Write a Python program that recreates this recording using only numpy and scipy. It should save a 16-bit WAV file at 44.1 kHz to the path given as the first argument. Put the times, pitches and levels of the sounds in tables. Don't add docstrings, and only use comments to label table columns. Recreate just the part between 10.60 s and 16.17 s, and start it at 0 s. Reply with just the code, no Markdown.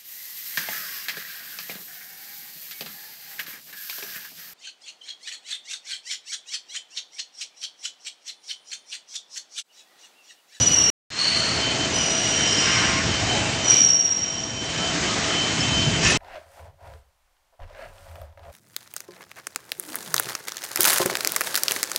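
import sys
import numpy as np
from scipy import signal
from scipy.io import wavfile
from scipy.ndimage import uniform_filter1d

SR = 44100
rng = np.random.default_rng(int(sys.argv[2]) if len(sys.argv) > 2 else 0)


def volts_from_decibels(level):
    exponent = np.asarray(level, float) / 20
    return 10 ** exponent


def to_wav(sig):
    pcm = np.clip(np.atleast_2d(sig), -1, 1) * 32767
    pcm = np.round(pcm).astype(np.int16)
    wavfile.write(sys.argv[1], SR, pcm.T)


N = 245813
GAP_START_S, GAP_END_S = .3017, .5032


def evened(x):
    return x / np.sqrt(np.mean(x ** 2) + 1e-20)


def read(points, hz):
    f, value = np.transpose(points)
    return np.interp(np.log(hz + 1), np.log(f + 1), value)


def add(mix, start_s, sound):
    part = mix[round(start_s * SR):][:len(sound)]
    part += sound[:len(part)]


def drift(size, hz):
    lowpass = signal.butter(2, hz, fs=SR, output="sos")
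    settle = 9000
    return evened(signal.sosfilt(lowpass, rng.standard_normal(size + settle))[settle:])


def fuzzy(size, hz, width_hz):
    phase = 2 * np.pi * hz * np.arange(size) / SR
    in_phase = drift(size, width_hz / 2) * np.cos(phase)
    quadrature = drift(size, width_hz / 2) * np.sin(phase)
    return evened(in_phase + quadrature)


def swells(rows, t, lift):
    mid_s, length_s, db = np.transpose(rows)[:, :, None]
    humps = np.cos(np.pi * np.clip((t - mid_s) / length_s, -.5, .5)) ** 2
    return np.sum(lift(db) * humps, axis=0)


def hall(x, t60_s, direct_db):
    t = np.arange(2 * SR) / SR
    tail = rng.standard_normal(len(t)) * volts_from_decibels(-60 * t / t60_s)
    tail /= np.linalg.norm(tail)
    return volts_from_decibels(direct_db) * x + signal.fftconvolve(x, tail)[:len(x)]


# start t/s, swell/s, hold/s, level/dB, fade/(dB/s)
CUTS = [
    (-.4, 0.26, 0.31, -19, 32.5),
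    (0.069, .1, 0.32, -20, 32.5),
    (0.349, 0.27, .15, -26.5, 33),
    (.51, 0.085, .12, -24, 34),
    (1.26, .1, 0.81, -25.5, 38),
    (3.0, 0.093, .17, -15, 31),
    (1.277, .06, 0.15, -35.5, 62),
    (1.818, .06, 0.18, -30, 35),
]
# entry f/Hz, loaded f/Hz, settling/s, wobble/Hz, bite/s
BLADES = [(5990, 5780, .4, 45, .8), (5710, 5570, .1, 35, .3), (4195, 4225, 0.201, 35, .65),
          (4180, 4465, .07, 41, .55), (6013, 5650, .25, 60, 1.14), (6040, 5640, .09, 65, 0.734),
          (5080, 5140, .15, 110, .25), (5100, 5140, .08, 45, .4)]
THROB_DB = [1.2, 1.2, 1, 1, 1, 2.6, .6, .6]
# multiple of pitch, level/dB, roughness/0-1
HIGH_PARTIALS = [(.5, -6, 0.47), (1, 5.5, 0.19), (1.5, -20, 0.6), (2, -28.5, 0.3)]
LOW_PARTIALS = [(2 / 3, -15, 0.72), (1, 0, 0.52), (2, -23, 0.6)]
LONG_PARTIALS = [(.5, -1, 0.52), (1, 5.5, 0.33), (1.5, -14, 0.19), (2, -33, .1)]
LOUD_PARTIALS = [(.5, -16.5, 0.72), (1, 8, 0.29), (1.5, -28, 0.54), (2, -38, 0.088)]
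FAR_PARTIALS = [(1, 0, 0.42)]
CUT_PARTIALS = [HIGH_PARTIALS] * 2 + [LOW_PARTIALS] * 2 + [LONG_PARTIALS, LOUD_PARTIALS] + [FAR_PARTIALS] * 2
SHAFT_HZ, RUNOUT_SHARE = 54, .6
THROB_HZ, THROB_AT_S, THROB_GROWS_S = 18.3, 3.41, .36
QUIET_DB = -48


def saw_cut(cut, blade, partials, throb_db):
    start_s, swell_s, hold_s, cut_db, fade_db_per_s = cut
    entry_hz, load_hz, settle_s, wobble_hz, bite_s = blade
    t = np.arange(0, swell_s + hold_s + (cut_db - QUIET_DB) / fade_db_per_s, 1 / SR)
    scene_s = t + start_s

    hz = load_hz + (entry_hz - load_hz) * np.exp(-t / settle_s)
    runout = np.sqrt(2) * np.sin(2 * np.pi * SHAFT_HZ * t)
    sway = RUNOUT_SHARE * runout + (1 - RUNOUT_SHARE) * drift(len(t), 41.6)
    turns = np.cumsum(hz + wobble_hz * sway) / SR

    biting = np.clip(t / 0.11, .15, 1) ** 2
    biting *= np.clip((bite_s - t) / 0.14, 0, 1)
    chatter = drift(len(t), 60)
    teeth = biting * sum(volts_from_decibels(db) * (1 - rough + rough * chatter) * np.sin(2 * np.pi * multiple * turns)
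                         for multiple, db, rough in partials)
    sung = hall(teeth, t60_s=1.7, direct_db=-5)
    sung /= np.sqrt(uniform_filter1d(sung ** 2, size=4000, mode="reflect"))

    fade_db = fade_db_per_s * np.maximum(t - swell_s - hold_s, 0)
    level = np.minimum(t / swell_s, 1) ** 2 * volts_from_decibels(cut_db - fade_db)
    thump = np.cos(2 * np.pi * THROB_HZ * (scene_s - THROB_AT_S))
    level *= volts_from_decibels(throb_db * np.minimum(t / THROB_GROWS_S, 1) ** 2 * thump)
    heard = (scene_s >= 0) & ((scene_s < GAP_END_S) | (start_s > GAP_START_S))
    return max(start_s, 0), (level * sung)[heard]


# t/s, level/dB
BLOWS = [
    (5.429, -15),
    (5.445, -9),
    (5.462, -10.5),
    (5.497, -7.5),
    (5.519, -15),
]
# f/Hz, level/dB, T60/s
BAR_MODES = [(1788, -3.5, 0.11), (1940, -8.5, .1), (2100, -2, 0.067), (2545, -2, 0.09), (2600, -34, .1),
             (2690, -6, 0.089), (2834, -1, 0.06), (4250, -12, .1), (4640, -12.5, 0.087), (5500, -7, 0.045),
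             (5830, -2, .04), (6740, -12.5, 0.043)]


def clatter():
    t = np.arange(SR // 4) / SR
    out = np.zeros(SR // 2)
    first_s = BLOWS[0][0]
    band = signal.butter(5, [1300, 7500], "bandpass", fs=SR, output="sos")
    for blow_s, db in BLOWS:
        modes = sum(volts_from_decibels(mode_db - 60 * t / t60_s) * np.sin(2 * np.pi * (hz * t + rng.random()))
                    for hz, mode_db, t60_s in BAR_MODES)
        grit = rng.standard_normal(len(t)) * volts_from_decibels(8.2 * drift(len(t), 150))
        rasp = signal.sosfilt(band, grit) * volts_from_decibels(-7 - 60 * t / 0.29)
        attack = np.minimum(t / 0.0044, 1)
        blow = (modes / abs(modes).max() + rasp / 3) * attack
        add(out, blow_s - first_s, volts_from_decibels(db - 1) * blow)
    return first_s, hall(out, t60_s=.6, direct_db=-2)


# t/s, length/s, level/dB, slip rate f/Hz
DRAG = (1.99, .5, -29.5, 177)
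# f/Hz, level/dB
DRAG_BODY = [(800, -23), (1060, -1), (1400, -1), (1950, 4), (2300, -1), (2700, -28)]


def drag():
    start_s, length_s, db, slip_hz = DRAG
    size = round(length_s * SR)
    turns = np.cumsum(slip_hz * (1 + .012 * drift(size, 9.55))) / SR
    comb = sum(volts_from_decibels(read(DRAG_BODY, k * slip_hz)) * np.cos(2 * np.pi * k * turns) for k in range(4, 17))
    buzz = evened(hall(comb, t60_s=.5, direct_db=0.5))
    return start_s, volts_from_decibels(db) * signal.windows.tukey(size, .45) * buzz


# t/s, length/s, f/Hz, width/Hz, level/dB
RINGS = [(2.23, 0.86, 101, 27, -32), (4.95, 0.53, 163, 30, -36), (5.466, 0.07, 9500, 140, -39.5),
         (5, .03, 5300, 200, -28), (5.443, 0.039, 5600, 130, -25), (5.44, 0.052, 1790, 90, -28.5),
         (5.445, 0.073, 2600, 260, -28.5), (.7, .12, 2000, 40, -37.5), (2.609, 0.17, 740, 100, -34),
         (2.63, 0.39, 830, 29, -40), (2.77, 0.17, 2700, 49, -36.5), (3.07, 0.21, 2350, 130, -35.5),
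         (4.137, 0.39, 1600, 20, -44), (4.147, 0.29, 1324, 24, -43), (4.393, 0.45, 1262, 89, -38),
         (4.298, 0.42, 2000, 45, -42), (5, 0.13, 2660, 120, -36)]


def ring(start_s, length_s, hz, width_hz, db):
    size = round(length_s * SR)
    return start_s, volts_from_decibels(db) * fuzzy(size, hz, width_hz) * signal.windows.tukey(size, .5)


# mid t/s, width/s, level/dB
WHINE_CRESTS = [(.29, 0.18, -45), (.78, .3, -36.5), (1.07, .2, -29.5), (1.23, 0.12, -30),
                (1.39, 0.13, -31.5), (1.47, .06, -35), (1.58, 0.22, -42), (1.82, 0.36, -29),
                (2.0, 0.47, -29.5), (2.13, 0.055, -32), (2.2, .08, -30), (2.28, .15, -37),
                (2.55, 0.14, -30), (2.71, .1, -27.5), (2.78, 0.11, -31.5), (2.92, 0.19, -40),
                (3.38, .12, -44), (3.12, 0.47, -32.5), (3.75, 0.44, -40), (4.02, 0.35, -37),
                (4.25, 0.35, -32.5), (4.48, .1, -33.5), (4.8, 0.42, -28.5), (5.03, 0.17, -32),
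                (5.19, .4, -25.5), (5.36, 0.11, -30), (5.58, 0.17, -30.5)]
WHINE_HZ, WHINE_WANDER_HZ, WHINE_FLICKER_DB, WHINE_FLOOR_DB = 3073, 2, 1.5, -49


def whine():
    t = np.arange(N) / SR
    turns = np.cumsum(WHINE_HZ + WHINE_WANDER_HZ * drift(N, 4.35)) / SR
    tone = np.sqrt(2) * np.sin(2 * np.pi * turns) * volts_from_decibels(WHINE_FLICKER_DB * drift(N, 12))
    return (volts_from_decibels(WHINE_FLOOR_DB) + swells(WHINE_CRESTS, t, volts_from_decibels)) * tone


# mid t/s, width/s, level/dB
HUM_CRESTS = [(.25, 0.43, -56.5), (.8, 0.29, -42), (1.25, 0.76, -40), (1.65, 0.78, -38.5),
              (1.98, 0.38, -48), (2.38, 0.74, -40.5), (2.64, 0.06, -42), (2.9, 0.75, -39.5),
              (3.35, .5, -51), (3.85, 0.61, -47), (4.33, 0.74, -38.5), (4.75, 0.4, -39), (5.3, 0.98, -41)]
# f/Hz, width/Hz, level over main hum/dB
SIDE_HUMS = [(719, 14, -8.5), (294.5, 16, -2.5)]
HUM_HZ, HUM_WANDER_HZ, HUM_FLOOR_DB = 656, 3, -54


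def hums():
    t = np.arange(N) / SR
    turns = np.cumsum(HUM_HZ + HUM_WANDER_HZ * drift(N, 7.86)) / SR
    tone = np.sqrt(2) * np.sin(2 * np.pi * turns)
    tone += sum(volts_from_decibels(over_db) * fuzzy(N, hz, width_hz) for hz, width_hz, over_db in SIDE_HUMS)
    return (volts_from_decibels(HUM_FLOOR_DB) + swells(HUM_CRESTS, t, volts_from_decibels)) * tone


# t/s, level/dB
HISS = [(0, -33.5), (.22, -38.5), (.5, -35.5), (.7, -36.5), (1.14, -36), (1.6, -36), (2.08, -32.5),
        (2.4, -35), (2.66, -34.5), (3.03, -36.5), (3.15, -34), (3.4, -45), (3.98, -44.5), (4.14, -37),
        (4.5, -34.5), (5.41, -35), (5.45, -27.5), (5.57, -34.5)]
# low f/Hz, high f/Hz
ROAR_BANDS = [(60, 220), (300, 950), (1000, 2600), (6300, 7800)]
# f/Hz, level/dB per Hz
ROAR_TONE = [(15, -46), (25, -35.5), (92, -1.5), (240, -4), (292, -1.5), (554, -7.5), (642, -5.5),
             (883, -9), (1280, -12), (1480, -10.5), (2810, -9), (3020, -7), (3250, -10), (6800, -10.5),
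             (8910, -24), (11600, -63), (19600, -120)]
# mid t/s, length/s, level/dB
RUMBLES = [
    (0, 0.57, 6.5),
    (0.63, 0.46, -6.5),
    (1.09, 0.53, 1),
    (2.6, 1.3, 3.5),
    (3.187, .3, -3),
    (3.807, 1.3, 5),
    (5.253, 1.0, 7.5),
]
DRONES = [
    (.62, 0.71, -6),
    (1.2, 0.88, 1.5),
    (2.05, 1, -2),
    (2.85, 0.6, 1),
    (3.2, 0.21, -2),
    (3.85, 0.54, 3.5),
    (5.47, 0.12, -6),
]
RATTLES = [
    (0, 0.38, -4.5),
    (.9, 1, 1.5),
    (2.25, 0.82, 3.5),
    (3.2, 0.27, -3.5),
    (4.2, 0.37, -0.5),
    (5.3, 0.44, -1),
]
RUMBLE_DB, DRONE_DB, RATTLE_DB = 2, 3, 4.5


def roar(patchy_db=1.0, flicker_db=0.66, air_db=-62):
    frames, hz = N // 256 + 5, np.fft.rfftfreq(1024, 1 / SR)
    t = np.arange(frames) * 256 / SR
    hiss_db = np.interp(t, *np.transpose(HISS))
    over_db = [RUMBLE_DB + swells(RUMBLES, t, np.asarray),
               DRONE_DB + swells(DRONES, t, np.asarray),
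               RATTLE_DB + swells(RATTLES, t, np.asarray),
               0 * t]
    tone_db = np.maximum(read(ROAR_TONE, hz), air_db)
    power = volts_from_decibels(2 * tone_db)
    share_db = [10 * np.log10(np.sum(power[(hz > lo) & (hz < hi)])) for lo, hi in ROAR_BANDS]
    region_lifts_db = (hiss_db + np.array(over_db)).T - share_db

    knots_hz, knot_region = [150, 350, 800, 1200, 2300, 3600], [0, 1, 1, 2, 2, 3]
    lift_db = np.array([read(list(zip(knots_hz, row[knot_region])), hz) for row in region_lifts_db])

    real, imag, patches = rng.standard_normal((3, frames, len(hz)))
    patches = uniform_filter1d(patches, size=10, axis=0)
    patches = evened(uniform_filter1d(patches, size=10, axis=1))
    flicker = rng.standard_normal((frames, 1))
    level_db = tone_db + lift_db + patchy_db * patches + flicker_db * flicker
    z = (real + 1j * imag) * volts_from_decibels(level_db)
    return volts_from_decibels(1.0) * signal.istft(z.T, nperseg=1024, noverlap=768)[1][:N]


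def scene():
    mix = roar() + whine() + hums()
    for cut in zip(CUTS, BLADES, CUT_PARTIALS, THROB_DB):
        add(mix, *saw_cut(*cut))
    for row in RINGS:
        add(mix, *ring(*row))
    add(mix, *drag())
    add(mix, *clatter())
    return mix[None]


def starved_treble(x, from_hz=7700, under_db=-13.5, far_under_db=-21, whim_db=3.5, fleck_db=-92, band=8):
    hz, _, z = signal.stft(x, SR, nperseg=2048, noverlap=1024, window="cosine")
    power, hz = abs(z[:1024]) ** 2, hz[:1024, None]
    bands = power.reshape(-1, band, power.shape[1]).mean(1)
    usual = np.median(power[50:320], axis=0)
    bar_db = np.where(hz[::band] < 10300, under_db, far_under_db)
    bar_db = bar_db + whim_db * rng.standard_normal(bands.shape)
    kept = np.repeat(bands > usual * volts_from_decibels(2 * bar_db), band, axis=0)
    z[:1024] *= kept | (hz < from_hz)

    spare = rng.random(power.shape[1]) ** 3 * np.clip((hz - 11000) / 4500, 0, 1) * (hz < 15500)
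    flecks = rng.random(power.shape) < .4 * spare
    z[:1024] += volts_from_decibels(fleck_db) * flecks * rng.standard_normal(power.shape)
    return signal.istft(z, SR, nperseg=2048, noverlap=1024, window="cosine")[1][:N]


def low_pass(x):
    return signal.sosfilt(signal.butter(12, 15500, fs=SR, output="sos"), x)


def record(dry):
    t = np.arange(N) / SR
    highpass = signal.butter(2, 55, "highpass", fs=SR, output="sos")
    heard = starved_treble(signal.sosfilt(highpass, dry[0]))
    fade_in = np.clip(.2 + (t - GAP_END_S) / .16, 0, 1) * (t > GAP_END_S)
    mix = heard * ((t < GAP_START_S) + fade_in)
    return low_pass(mix[None])


dry = scene()
out = record(dry)
to_wav(out)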